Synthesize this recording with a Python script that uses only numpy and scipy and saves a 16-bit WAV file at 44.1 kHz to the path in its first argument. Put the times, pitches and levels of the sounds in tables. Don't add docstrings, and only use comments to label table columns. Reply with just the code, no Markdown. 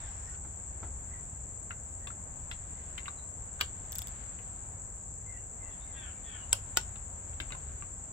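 import sys
import numpy as np
from scipy import signal
from scipy.fft import rfft, irfft, next_fast_len
from scipy.io import wavfile
from scipy.ndimage import uniform_filter1d

SR = 44100
rng = np.random.default_rng(int(sys.argv[2]) if len(sys.argv) > 2 else 0)


def volts(x):
    e = np.asarray(x, float) / 20
    return 10 ** e


def wav_out(sig):
    wavfile.write(sys.argv[1], SR, np.round(np.clip(np.atleast_2d(sig).T, -1, 1) * 32767).astype(np.int16))


N = 358091


def unit(x):
    return x / np.sqrt(np.mean(x ** 2))


def ears_db(left_minus_right_db):
    return np.array([[left_minus_right_db], [-left_minus_right_db]]) / 2


def add(out, sound, s):
    i = int(s * SR)
    out[:, i:i + sound.shape[1]] += sound[:, :N - i]


def shaped(x, gain):
    size = next_fast_len(N)
    hz = np.arange(size // 2 + 1) * SR / size + 1
    return irfft(rfft(x, size) * gain(hz), size)[..., :N]


def walk(rate_hz):
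    k = int(SR / rate_hz)
    held = np.repeat(rng.standard_normal(N // k + 1), k)
    return 0.83 * uniform_filter1d(uniform_filter1d(held, k), k)[:N]


HULL_DB, HULL_T60_S = -31.5, 0.17
CRACK_DB, SOFT_CRACK_DB = -5, -20
EAR_TURN_RAD = 0.76


def strike(modes, peak_db, chatter_s, chatter_db, pan_db, spread=1.0, hull_db=HULL_DB, crack_db=CRACK_DB):
    hz, db, t60_s = np.transpose(modes)
    t = np.arange(SR // 6) / SR
    both, apart = rng.standard_normal((2, len(hz)))
    ear_turn = EAR_TURN_RAD * np.sign(apart) * np.minimum(hz / 900, 1) * np.array([[-1], [1]])
    weight = volts(db) * np.exp(1j * spread * (both + ear_turn))
    ring = (weight @ np.exp(np.outer(2j * np.pi * hz - np.log(1000) / t60_s, t))).imag
    ring = ring * np.minimum(t / 0.00039, 1)
    damped = (weight @ np.exp(np.outer(2j * np.pi * hz - hz / 8.0 - 500, t[:512]))).imag
    noise = rng.standard_normal((3, len(t)))
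    chatter = volts(chatter_db) * (noise[0] + 0.27 * noise[1:]) * np.exp(-t / chatter_s)
    diffuse = uniform_filter1d(noise[1:, ::-1], size=2, axis=1)
    echo = volts(hull_db) * diffuse * np.exp(-np.log(1000) * t / HULL_T60_S)
    sound = ring + signal.fftconvolve(damped, chatter + echo, axes=1)[:, :len(t)]
    sound[:, :damped.shape[1]] += volts(crack_db) * np.diff(damped, prepend=0)
    return sound / np.abs(sound).max(axis=1, keepdims=True) * volts(peak_db + ears_db(pan_db))


# t/s, peak level/dB, chatter decay/s, chatter level/dB, left minus right/dB
SNAPS = [
    (3.6105, -13, 0.0083, -25, 0.5),
    (6.5295, -2.5, 0.0012, -10.5, 2),
    (6.7711, -9, 0.0037, -14.5, 3.3),
]
# f/Hz, level/dB, t60/s
SEAT_MODES = [(600, -37, .04), (930, -35, .04), (1220, -5.5, 0.04), (1555, 2.5, 0.021), (2060, -9, 0.05),
              (2350, 3.5, 0.022), (2886, 5, 0.04), (3230, 3.5, 0.017), (3850, -10, .04), (4500, 3, 0.013),
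              (5630, -3, 0.01), (6950, 0, 0.013), (8000, -3, 0.014), (8740, -8, .012), (10500, -7, .012),
              (11760, -7, .02), (13050, -9, 0.02), (14500, -1.5, .012), (15100, -13, .01)]
# f/Hz, level/dB, t60/s
BREAK_MODES = [(97, -19, 0.25), (564, -21, 0.12), (985, -12, 0.048), (1516, -7, 0.041), (2140, -35, 0.017),
               (2660, -9.5, 0.013), (2770, -16, 0.094), (3180, 1, 0.018), (3420, -27, 0.045),
               (4400, -13, 0.025), (4740, -7.5, .015), (5370, -3.5, 0.02), (6530, -12, 0.017),
               (7800, -16, 0.016), (7350, 2, 0.032), (7860, 6, 0.022), (9290, 2.5, 0.012),
               (10600, -8, 0.0092), (12250, -6, 0.013), (11600, -5, 0.012), (13640, -13, .01),
               (14900, -7, 0.011)]
# f/Hz, level/dB, t60/s
RESET_MODES = [(366, -27, 0.22), (754, -21, 0.082), (905, -4, 0.065), (1463, -3, 0.071), (1950, -10, 0.055),
               (2520, -8, .015), (2740, -19, 0.098), (3040, 1, 0.019), (3800, -2.5, 0.02),
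               (4500, -3, 0.023), (5140, -17, 0.017), (5430, 4.5, 0.019), (6300, -10, .02),
               (7150, -22, .018), (7400, 9, 0.013), (8000, -23, .015), (9000, -29, .012),
               (10600, -25, .012), (11700, -11, 0.015), (12570, -4, .014), (13900, -20.5, .012),
               (15800, -18, 0.0085)]


def snaps():
    out = np.zeros((2, N))
    for (s, *blow), modes in zip(SNAPS, (SEAT_MODES, BREAK_MODES, RESET_MODES)):
        add(out, strike(modes, *blow), s)
    return out


# t/s, peak level/dB, level under 6 kHz/dB, bounce delay/s, bounce level/dB
TICKS = [
    (3.921, -31, -12, .0078, -5),
    (3.9541, -29, -12, 0.0041, -4),
    (3.9843, -25.5, -20, .0064, -6.5),
    (4.019, -31.5, -2, .0059, -8.5),
    (4.0716, -33, -4, .0113, -10),
]
# f/Hz, level/dB, t60/s
PAWL = [(2980, -15, 0.016), (3500, 7.5, 0.0081), (4670, 1, 0.0083), (5360, 3, 0.014), (6530, 5.5, 0.0045),
        (7740, 13, 0.0061), (8580, 1, 0.019), (9800, -16, 0.0036), (11000, 1, 0.0079), (12000, 3, 0.0096),
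        (12500, -3, 0.0056), (13600, 7, .007), (15000, -3, .007), (15000, -11, 0.0073)]
BOUNCE_LOW_DB, PAWL_HULL_DB = 1.5, -37


def ratchet():
    out, pawl = np.zeros((2, N)), np.array(PAWL)
    low = np.outer(pawl[:, 0] < 6000, [0, 1, 0])
    for s, db, low_db, after_s, bounce_db in TICKS:
        drop = strike(pawl + low * low_db, db + 6.0, 0.0014, -17, 1.7, hull_db=PAWL_HULL_DB)
        add(out, drop, s)
        bounce = strike(pawl + low * BOUNCE_LOW_DB, db + 6.5 + bounce_db, 0.00076, -17.5, 2.8,
                        hull_db=PAWL_HULL_DB)
        add(out, bounce, s + after_s)
    return out


# t/s, peak level/dB, loose-fit f/Hz, loose fit over shaft/dB, hardness/dB
KNOCKS = [(0.3494, -50.5, 1410, -3, -4), (1.7075, -30.5, 1406, 3, -14.5), (2.0713, -34, 1135, 6.5, 2),
          (2.1035, -39.5, 1365, 30, -7), (2.513, -30.5, 1383, -3.5, -1), (2.9797, -32.5, 1450, -13, -14),
          (3.057, -38.5, 1060, -11, -17), (3.0808, -29.5, 1133, 10, 1), (3.5950, -42, 1460, 11, 1),
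          (3.604, -33, 1253, 8, -2), (4.388, -49, 1500, -14, -33), (6.5245, -36, 1400, -15, 13),
          (6.766, -36, 1400, 2, 2), (6.958, -46.5, 1330, 8, 5), (7.3327, -50, 1390, -1, -9),
          (7.4008, -28.5, 1600, -2, -1.5), (7.505, -40, 1160, 3, -16), (7.5216, -32, 1490, -2.5, -3),
          (7.5495, -40.5, 1040, 12, -3), (7.6934, -54, 1420, 10, -7), (7.8226, -38, 1160, 9, -28)]
KNOCK_BANDS_HZ = [1800, 3300, 6000]
# f/Hz, level/dB, t60/s
STEEL = [(1330, 5.5, 0.056), (840, -23, 0.036), (1190, -20, 0.04), (1573, 4.5, 0.02), (2063, -5.5, 0.11),
         (2270, 10, 0.0087), (2544, 5, 0.03), (2750, -8.5, 0.14), (2960, 4, 0.037), (3530, 9, 0.023),
         (3594, 2, 0.049), (4010, -1, 0.05), (4290, -7, 0.022), (4600, -15, .015), (5580, -2.5, 0.012),
         (6700, -8, .015), (7900, -10, 0.013), (8750, -6, 0.011), (10930, -18, 0.0092), (11950, 8.5, 0.022),
         (13100, -16, .012), (14500, 1.5, .012)]
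SHRILL_DB, SHRILL_SHARE = -22, 0.26


def knocks():
    out, steel = np.zeros((2, N)), np.array(STEEL)
    band = np.searchsorted(KNOCK_BANDS_HZ, steel[:, 0])
    for s, db, loose_hz, loose_db, hard_db in KNOCKS:
        lift_db = np.array([loose_db, 0, hard_db, SHRILL_DB + SHRILL_SHARE * hard_db])[band]
        grip = 1 + 0.05 * rng.standard_normal(len(steel)) * (steel[:, 2] < 0.08)
        modes = steel * np.c_[grip, np.ones(len(steel)), grip]
        modes[:, 1] += lift_db
        modes[0, 0] = loose_hz
        add(out, strike(modes, db + 2.5, 0.012, -28.5, 4.1, crack_db=SOFT_CRACK_DB), s)
    return out


# t/s, peak level/dB
THUDS = [
    (.4480, -41),
    (.8300, -33.5),
    (7.403, -41.5),
    (7.529, -43.5),
]
# f/Hz, level/dB, t60/s
HULL = [(92, 2, 0.17), (181, -5.5, 0.11), (336, 2.5, 0.073), (560, -10, .04), (880, 2.5, 0.013),
        (1330, 0, 0.016), (2000, -9, 0.013), (3150, -18, .02)]


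def thuds():
    out = np.zeros((2, N))
    for s, db in THUDS:
        add(out, strike(HULL, db, 0.03, -23, 2.5, spread=0.14, crack_db=SOFT_CRACK_DB), s)
    return out


# f/Hz, spread/Hz, skirt/(dB/kHz), click rate/Hz, throb/Hz, throb depth 0-1, level/dB, left minus right/dB
CHORUS = [(7562, 260, 34, 240, 66, 0, -45.5, 3.5), (6993, 290, 34, 240, 41.3, 0.02, -55.5, 7),
          (5590, 45, 30.5, 200, 30, 0.08, -78.5, 5.5), (13940, 3200, 7, 230, 51, 0.1, -85.5, 17)]
# f/Hz, stop t/s, extra level until then/dB
LOUD_START = (5520, .356, 9.1)


def insects(count=10):
    out = np.zeros((2, N))
    loud_hz, loud_stop_s, loud_lift_db = LOUD_START
    for hz, spread_hz, skirt_db, rate_hz, throb_hz, depth, db, pan_db in CHORUS:
        tempo = 1 + 0.1 * rng.standard_normal((2, count, 1))
        jitter = 1 + 0.15 * rng.standard_normal((2, count, 3000))
        at = np.cumsum(np.abs(SR / rate_hz * tempo * jitter), axis=2)
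        beat = 2 * np.pi * throb_hz * at / SR + 0.2 * rng.standard_normal((2, count, 1))
        size = (1 + depth * np.sin(beat)) * rng.standard_normal(at.shape)
        clicks = np.array([np.bincount(a[a < N].astype(int), z[a < N], N) for a, z in zip(at, size)])

        def wing_gain(f):
            off_hz = np.hypot(f - hz, spread_hz) - spread_hz
            return volts(-skirt_db / 1000 * off_hz) * (f < 16000)

        wing = shaped(clicks, wing_gain)
        loud_db = loud_lift_db * (abs(hz - loud_hz) < 500) * (np.arange(N) < loud_stop_s * SR)
        swell_db = 0.5 * walk(2.03)
        out += unit(wing) * volts(db + ears_db(pan_db) + loud_db + swell_db)
    return out


TREES_DB = -25


def note(length_s, start_hz, end_hz, tones, rough):
    u = np.linspace(0, 1, int(length_s * SR))
    waver = uniform_filter1d(rng.standard_normal((2, len(u))), 150, axis=1) * 12
    glide_hz = start_hz + (end_hz - start_hz) * u ** 1.9
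    phase = 2 * np.pi * np.cumsum(glide_hz * (1 + 0.049 * rough * u * waver[0])) / SR
    voice = sum(volts(db) * np.sin(k * phase + k * k) for k, db in tones)
    voice = unit(voice) * np.sin(np.pi * u ** 1.05) ** 0.58 * (1 + rough * waver[1])
    t = np.arange(SR // 8) / SR
    trees = rng.standard_normal((2, len(t))) * np.exp(-t / 0.035) * volts(TREES_DB)
    trees[:, 0] = 1
    return signal.fftconvolve(voice[None], trees, axes=1)


# t/s, length/s, start f/Hz, end f/Hz, level/dB
CAWS = [
    (5.917, .21, 276.3, 210, -57.5),
    (6.234, 0.18, 265, 222, -56.5),
]
# multiple, level/dB
CAW_TONES = [(6, -2), (7, 0), (8, -14), (9, -9), (10, -8), (11, -12), (12, -6), (13, -1), (14, -14)]
# t/s, length/s, start f/Hz, end f/Hz, level/dB
CHIRPS = [(0, 0.092, 1950, 1450, -68), (0, 0.097, 3776, 2875, -71.5), (.265, 0.047, 1914, 1920, -63.5),
          (.31, 0.034, 1498, 1530, -62), (1.11, 0.05, 2000, 1970, -61), (1.996, 0.068, 1885, 2000, -68.5),
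          (2.753, 0.089, 2115, 1950, -70.5), (3.167, 0.042, 4100, 3920, -70),
          (5.849, 0.071, 2186, 2000, -71), (5.255, 0.089, 2114, 2140, -69.5),
          (5.318, 0.069, 2008, 1967, -66), (5.322, 0.078, 2773, 2850, -71.5),
          (5.579, .17, 2120, 1786, -66.5), (5.625, .13, 2765, 2910, -72), (5.70, 0.047, 3500, 3490, -71),
          (5.799, 0.052, 3690, 3840, -69), (6.137, 0.054, 2320, 2480, -68), (6.407, 0.042, 2980, 2970, -65)]


def birds():
    out = np.zeros((2, N))
    for s, length_s, start_hz, end_hz, db in CAWS:
        add(out, volts(db) * note(length_s, start_hz, end_hz, CAW_TONES, 0.37), s)
    for s, length_s, start_hz, end_hz, db in CHIRPS:
        add(out, volts(db) * note(length_s, start_hz, end_hz, [(0.98, 0)], 0.6), s)
    return out * volts(ears_db(3))


def curve(rows):
    s, db, rise, fall = np.transpose(rows)[:, :, None]
    late = np.arange(N) / SR - s
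    drop_db = np.where(late < 0, -late * rise, late * fall)
    return np.maximum(db - drop_db, 0).max(axis=0)


# peak t/s, level over calm/dB, rise/(dB/s), fall/(dB/s)
LEAVES = [
    (0.0, 27, 50, 45),
    (1.16, 8.5, 8, 30),
    (3.0, 16, 15, 43),
    (4.2, 19.5, 18, 28),
    (5.8, 11.5, 40, 2.5),
    (6.39, 15.5, 28, 7),
    (7.47, 17, 70, 22),
]
CALM_DB, STEP_S, STEP_DB = -4.5, 0.36, -13


def leaf_level():
    stepped = STEP_DB * (np.arange(N) / SR > STEP_S)
    return CALM_DB + np.maximum(curve(LEAVES[:1]) + stepped, curve(LEAVES[1:]))


# nearest t/s, level over drone/dB
TRAFFIC = [
    (0.0, 3),
    (1.08, 2.5),
    (2.47, 2.5),
    (3.9, 3),
    (6.78, 3),
    (7.57, 5),
]
DRONE_DB, PASS_S = -0.5, 0.48


def traffic_level():
    return DRONE_DB + curve([(s, db, db / PASS_S, db / PASS_S) for s, db in TRAFFIC])


AIR_DB = -46
# f/Hz, level/(dB per Hz)
AIR = [(12, -33), (20, -7), (65, -0.5), (103, -3.5), (118, -10), (188, -15.5), (305, -23), (335, -23.5),
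       (718, -21), (1280, -28), (1580, -28.5), (3380, -43), (5000, -49.5), (6500, -82), (11000, -120)]
# f/Hz, correlation
AIR_ALIKE = [(60, 0.98), (130, 0.96), (290, 0.83), (640, -0.021), (1400, -0.21), (3100, -0.014)]


def air():
    out, leaves, traffic = 0, leaf_level(), traffic_level()
    size = next_fast_len(N)
    octave = np.log2(np.arange(size // 2 + 1) * SR / size + 1)
    alike_hz, likeness = np.transpose(AIR_ALIKE)
    alike = np.interp(octave, np.log2(alike_hz), likeness)
    air_hz, air_db = np.transpose(AIR)
    spectrum = volts(np.interp(octave, np.log2(air_hz), air_db))
    mid, side = rfft(rng.standard_normal((2, size))) * spectrum
    ears = np.sqrt(1 + alike) * mid + np.sqrt(1 - alike) * side * np.array([[1], [-1]])
    for centre in np.log2(30) + np.arange(9):
        window = np.cos(np.pi / 2 * np.clip(octave - centre, -1, 1)) ** 2
        band = irfft(ears * window, size)[:, :N]
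        leafy = np.clip((centre - 9.0) / 5.4, 0, 1)
        bassy = np.clip((8.6 - centre) / 1.8, 0, 1)
        out = out + band * volts(leafy * leaves + bassy * traffic + 1.3 * walk(9))
    return unit(out) * volts(AIR_DB + ears_db(1.2))


def scene():
    wrench = snaps() + ratchet() + knocks() + thuds()
    return wrench + insects() + birds() + air()


def low_pass(x):
    return signal.sosfilt(signal.butter(12, 16970, fs=SR, output="sos"), x)


TOP_HZ = 16500


def record(dry):
    mix = shaped(dry, lambda f: np.clip((TOP_HZ - f) / 400, 0, 1))
    return low_pass(mix)


dry = scene()
out = record(dry)
wav_out(out)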